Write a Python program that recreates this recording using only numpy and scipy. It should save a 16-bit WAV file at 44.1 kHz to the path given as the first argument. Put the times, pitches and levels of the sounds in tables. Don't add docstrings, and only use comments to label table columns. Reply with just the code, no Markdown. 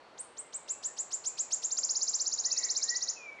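import sys
import numpy as np
from scipy import signal
from scipy.fft import rfft, irfft
from scipy.io import wavfile
from scipy.ndimage import uniform_filter1d

SR = 44100
rng = np.random.default_rng(int(sys.argv[2]) if len(sys.argv) > 2 else 0)


def put_to_file(sound):
    columns = np.atleast_2d(sound).T
    safe = np.clip(columns, -1, 1)
    whole_steps = np.round(safe * 32767)
    wavfile.write(sys.argv[1], SR, whole_steps.astype(np.int16))


def invert_db(x):
    u = np.asarray(x, float) / 20
    return 10 ** u


N = 149940

# (time of passing the anchor pitch [s], level [dB], top pitch [Hz])
OPENING_NOTES = [(0.1834, -34.5, 9060), (0.3755, -35, 8580), (0.5366, -32, 8320), (0.6912, -28, 7930),
                 (0.8409, -27, 7860), (0.9846, -27.5, 7850), (1.1263, -27, 7740), (1.2585, -26.5, 7730),
                 (1.3897, -24.5, 7760), (1.5239, -23, 7590), (1.6376, -25, 7530)]
# (time of passing the anchor pitch [s], level [dB], top pitch [Hz])
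TRILL_NOTES = [(1.7149, -25, 7430), (1.7778, -24.8, 7460), (1.8381, -25.5, 7470), (1.899, -25, 7260),
               (1.9604, -24.5, 7230), (2.0212, -24.5, 7380), (2.0831, -24.5, 7470), (2.1434, -24.5, 7530),
               (2.2056, -25, 7440), (2.2677, -25, 7230), (2.3289, -26, 7210), (2.3907, -26, 7190),
               (2.4540, -24, 7280), (2.5181, -24.5, 7160), (2.5776, -24, 7270), (2.6404, -25, 7280),
               (2.7037, -25, 7350), (2.7669, -24.5, 7350), (2.8307, -24, 7350), (2.8947, -24.5, 7270),
               (2.9611, -26, 7160), (3.0261, -26.5, 7000), (3.0896, -26, 7130)]
ANCHOR_HZ = 5500

# (time from the anchor [s], pitch [Hz], level [dB], octave overtone level [dB])
FIRST_SHAPE = [(-.010, 2800, -33, -36), (-.006, 3250, -21, -25), (-.003, 4000, -17, -25),
               (0, 5500, -17, -28), (.007, 7200, -8, -60), (.017, 8100, -1, -70), (.030, 9050, -1, -70),
               (.036, 8800, -14, -70)]
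LAST_SLOW_SHAPE = [(-.021, 1950, -45, -26), (-.011, 2850, -24, -18), (-.004, 4400, -14, -25),
                   (0, 5500, -9, -27), (.007, 6650, -4, -60), (.017, 7030, 0, -70), (.028, 7650, -5, -70),
                   (.039, 6900, -20, -70)]
BRIDGE_SHAPE = [(-.019, 1950, -45, -28), (-.011, 2700, -26, -19), (-.004, 4300, -15, -25),
                (0, 5500, -6, -27), (.005, 6250, -4, -60), (.012, 6900, 0, -70), (.021, 7500, -2, -70),
                (.032, 6300, -13, -70)]
TURNING_SHAPE = [(-.014, 3400, -34, -40), (-.009, 3800, -22, -32), (-.003, 4600, -13, -29),
                 (0, 5500, -8, -31), (.004, 6250, -4, -60), (.010, 6950, 0, -70), (.017, 7400, -1, -70),
                 (.024, 6700, -11, -70)]
EARLY_TRILL_SHAPE = [(-.012, 3700, -28, -52), (-.008, 4150, -16, -33), (-.004, 4850, -5, -32),
                     (0, 5500, -2, -40), (.006, 6350, -2, -60), (.011, 6950, 0, -70),
                     (.0165, 7400, -1, -70), (.026, 6500, -11, -70)]
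LAST_SHAPE = [(-.019, 3650, -24, -50), (-.013, 4000, -14, -34), (-.0055, 4500, -7, -32), (0, 5500, 1, -38),
              (.005, 6150, -2, -60), (.010, 6750, -1, -70), (.0145, 7100, -3, -70), (.023, 6200, -14, -70)]
SHAPE_TIMES = [.18, 1.1, 1.638, 1.715, 1.8, 2.7]

# (time [s], pitch [Hz], level [dB])
THRUSH_NOTES = [
    [(2.435, 1600, -68), (2.456, 1800, -62), (2.468, 1930, -54), (2.482, 1975, -50), (2.497, 1980, -53),
     (2.512, 1980, -60)],
    [(2.515, 2450, -64), (2.528, 2640, -57), (2.545, 2640, -60), (2.59, 2630, -64)],
    [(2.538, 2590, -62), (2.552, 2530, -58), (2.572, 2480, -60)],
    [(2.786, 2420, -58), (2.797, 2300, -53), (2.812, 2080, -60)],
    [(2.825, 1520, -58), (2.834, 1660, -55), (2.847, 1820, -57), (2.885, 1865, -52), (2.915, 1930, -44),
     (2.955, 1945, -42), (2.973, 2010, -47)],
    [(3.158, 2640, -60), (3.175, 2580, -53), (3.195, 2490, -49), (3.215, 2450, -53), (3.24, 2410, -49),
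     (3.258, 2370, -51), (3.275, 2330, -43), (3.31, 2280, -46), (3.345, 2280, -48), (3.365, 2290, -55)],
    [(3.364, 2850, -66), (3.376, 2380, -60), (3.392, 2010, -50), (3.405, 1880, -50)],
]
# (time [s], pitch [Hz], level [dB])
THRUSH_WARBLE = [
    (2.556, 2300, -60),
    (2.568, 2080, -55),
    (2.61, 2080, -55),
    (2.65, 2100, -52),
    (2.68, 2080, -53),
    (2.70, 2050, -66),
]
# (time [s], length [s], start pitch [Hz], end pitch [Hz], level [dB])
FAR_GLIDES = [(.15, .05, 2100, 2030, -70), (.41, .09, 2090, 2090, -72), (.50, .07, 2270, 2290, -74),
              (.60, .07, 2290, 2300, -73), (.66, .05, 2100, 2110, -69), (.70, .13, 2300, 2220, -74),
              (.66, .12, 2670, 2670, -74), (.835, .10, 1800, 1810, -67), (.90, .08, 2050, 2000, -74),
              (1.04, .1, 2090, 2030, -73), (1.27, .07, 2400, 2500, -68), (1.335, .11, 2510, 2490, -66),
              (1.41, .04, 2080, 2040, -69), (1.44, .08, 2450, 2130, -70)]

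# (pitch [Hz], level [dB], time to fall by 60 dB [s])
TWIG_TONES = [
    (1350, 0, .018),
    (900, -8, .008),
    (2000, -4, .008),
    (2600, -5, .007),
    (3200, -3, .008),
]
# (time [s], pitch [Hz], level [dB], length [s])
LEAF_TICK = (1.9352, 9900, -51, .0005)
# (frequency [Hz], level [dB])
AIR_COLOUR = [(20, -21), (200, -9), (500, 1), (1000, -0.5), (2000, -9.5), (4000, -16.5), (6500, -26),
              (9500, -30.5)]


def add(out, start, x):
    out[start:start + len(x)] += x[:len(out) - start]


def soft_filter(x, order, hz, kind="low"):
    return signal.sosfilt(signal.butter(order, hz, kind, fs=SR, output="sos"), x)


def drift(length, step_s, smooth):
    knots = rng.standard_normal(1000)
    steps = np.arange(length) / SR / step_s
    return uniform_filter1d(np.interp(steps, np.arange(1000), knots), size=smooth)


def whistle(rows, wobble_hz=0, dip_db=0):
    wobbles_per_s, slip = 52, 0.03
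    s, *columns = np.transpose(rows)
    start = int(s[0] * SR)
    t = np.arange(start, int(s[-1] * SR)) / SR
    curves = [np.interp(t, s, column) for column in columns]
    hz, *levels = [uniform_filter1d(curve, size=60, mode="nearest") for curve in curves]

    wobble_phase = 2 * np.pi * wobbles_per_s * (t - t[0])
    if wobble_hz:
        wobble_phase = wobble_phase + slip * np.cumsum(rng.standard_normal(len(t)))
    swing = np.cos(wobble_phase)
    phase = 2 * np.pi * np.cumsum(hz + wobble_hz * swing) / SR
    fade = np.minimum(1, np.minimum(t - t[0], t[-1] - t) / 0.0012)
    return start, phase, [fade * invert_db(level - dip_db * swing) for level in levels]


def forest(x, wet_db, slow=1, scatter=2.2, thin_hz=20):
    near_t60_s, far_t60_s, late_db = 0.24, 0.59, -6
    t = np.arange(SR) / SR
    echo_size = invert_db(scatter * np.minimum(rng.exponential(1, SR), 5))
    echoes = soft_filter(rng.standard_normal(SR) * echo_size, 1, 9000)
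    echoes = soft_filter(echoes, 1, thin_hz, "high")
    dull = soft_filter(echoes, 1, 5260)

    quick_haze = echoes * invert_db(-60 * t / near_t60_s / slow)
    slow_haze = dull * invert_db(late_db - 60 * t / far_t60_s)
    haze = (quick_haze + slow_haze) * np.minimum(1, t / 0.0047)
    haze = haze / np.sqrt(np.sum(haze ** 2))
    return x + invert_db(wet_db) * signal.fftconvolve(x, haze)[:N]


def shimmer(x):
    return x * invert_db(2.6 * drift(N, step_s=0.010, smooth=300) - 1.5)


def air():
    hum_db, leaf_db, leaf_hz, leaf_until_s = -56.5, -72.5, 4380, 0.32
    t = np.arange(N) / SR
    hz = np.maximum(np.arange(N // 2 + 1) * SR / N, 10)
    colour_hz, colour_db = np.transpose(AIR_COLOUR)
    colour = invert_db(np.interp(np.log(hz), np.log(colour_hz), colour_db))
    hum = irfft(rfft(rng.standard_normal(N)) * colour, N)
    hiss = soft_filter(rng.standard_normal(N), 2, [leaf_hz - 180, leaf_hz + 180], "band")
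    hiss_fade = 1 / (1 + (t / leaf_until_s) ** 2)
    return invert_db(hum_db) * hum / hum.std() + invert_db(leaf_db) * hiss / hiss.std() * hiss_fade


def tick():
    s, hz, db, length = LEAF_TICK
    t = np.arange(N) / SR - s
    return invert_db(db) * np.exp(-(t / length) ** 2) * np.sin(2 * np.pi * hz * t)


def twig():
    twig_s, twig_db = 1.7856, -44.5
    t, out = np.arange(2000) / SR, np.zeros(N)
    ring = np.zeros(len(t))
    for hz, db, t60 in TWIG_TONES:
        ring += invert_db(db - 60 * t / t60) * np.sin(2 * np.pi * hz * t)
    for lag_s, db in [(0, 2), (.0011, -11), (.0027, 3.5), (.004, -12)]:
        add(out, int((twig_s + lag_s) * SR), invert_db(twig_db + db) * ring)
    return forest(soft_filter(out, 2, 700, "high"), wet_db=-26.5)


def far_thrush():
    out = np.zeros(N)
    for s, length, start_hz, end_hz, db in FAR_GLIDES:
        glide = [(s, start_hz, db + 4), (s + 0.1 * length, start_hz, db), (s + length, end_hz, db + 3)]
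        start, phase, (loudness,) = whistle(glide, wobble_hz=25)
        add(out, start, loudness * np.sin(phase))
    return shimmer(forest(out, wet_db=-3, slow=1.1, scatter=0))


def thrush():
    out = np.zeros(N)
    notes = [whistle(rows) for rows in THRUSH_NOTES]
    notes.append(whistle(THRUSH_WARBLE, wobble_hz=190, dip_db=5))
    for start, phase, (loudness,) in notes:
        add(out, start, loudness * np.sin(phase))
    return invert_db(2.5) * shimmer(forest(out, wet_db=-9, slow=2.4, scatter=0))


def warbler_shape(s, db, top_hz):
    shapes = np.array([FIRST_SHAPE, LAST_SLOW_SHAPE, BRIDGE_SHAPE,
                       TURNING_SHAPE, EARLY_TRILL_SHAPE, LAST_SHAPE], float)
    place = np.interp(s, SHAPE_TIMES, np.arange(len(shapes)))
    k = min(int(place), len(shapes) - 2)
    blend = shapes[k] + (place - k) * (shapes[k + 1] - shapes[k])
    dt, hz, level, overtone = blend.T
    stretch = (top_hz - ANCHOR_HZ) / (hz.max() - ANCHOR_HZ)
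    hz = np.where(hz > ANCHOR_HZ, ANCHOR_HZ + (hz - ANCHOR_HZ) * stretch, hz)
    return np.transpose([s + dt, hz, db + level, db + overtone])


def warbler_note(rows, overtone_db):
    held = np.insert(rows, -1, rows[-2] + [.002, -90, -3, 0], axis=0)
    start, phase, (body, octave) = whistle(held)
    body = body * invert_db(1.2 * drift(len(body), step_s=.002, smooth=80))
    octave = octave * invert_db(1.2 * rng.standard_normal() + 1.0 + overtone_db)
    hz = np.gradient(phase) * SR / (2 * np.pi)
    third = octave * invert_db(-13) * (hz < 3700)
    return start, body * np.sin(phase), octave * np.sin(2 * phase) + third * np.sin(3 * phase)


def warbler_whisper(s, top_s, db, top_hz):
    t0, hz, length_s = top_s + 0.00081, top_hz + 1600, .007
    level = db - 18 - 10 * s
    rows = [(t0 - .002, hz, level - 9.5), (t0 + 0.00028, hz, level), (t0 + length_s, hz - 1350, level + 2)]
    if s == OPENING_NOTES[0][0]:
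        rows.append((t0 + length_s + .012, 4900, level - 12))
    start, phase, (loudness,) = whistle(rows)
    return start, loudness * np.sin(phase)


def warbler():
    out, thin = np.zeros((2, N))
    for s, db, top_hz in list(OPENING_NOTES) + list(TRILL_NOTES):
        rows = warbler_shape(s, db, top_hz)
        overtone_db = -1 if s < SHAPE_TIMES[3] else -2.5
        start, body, overtones = warbler_note(rows, overtone_db)
        add(out, start, body)
        add(thin, start, overtones)
        if s < SHAPE_TIMES[2] - .1:
            add(thin, *warbler_whisper(s, rows[-2, 0], db, top_hz))
    return forest(out, wet_db=-11, thin_hz=5000) + forest(thin, wet_db=-5, thin_hz=5000)


def scene():
    return (air() + tick() + twig() + far_thrush() + thrush() + warbler())[None]


def low_pass(x):
    return signal.sosfilt(signal.butter(12, 11640, fs=SR, output="sos"), x)


def record(dry):
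    x = soft_filter(dry, 8, 9640)
    x = soft_filter(x, 1, 26, "high")
    return low_pass(x)


dry = scene()
out = record(dry)
put_to_file(out)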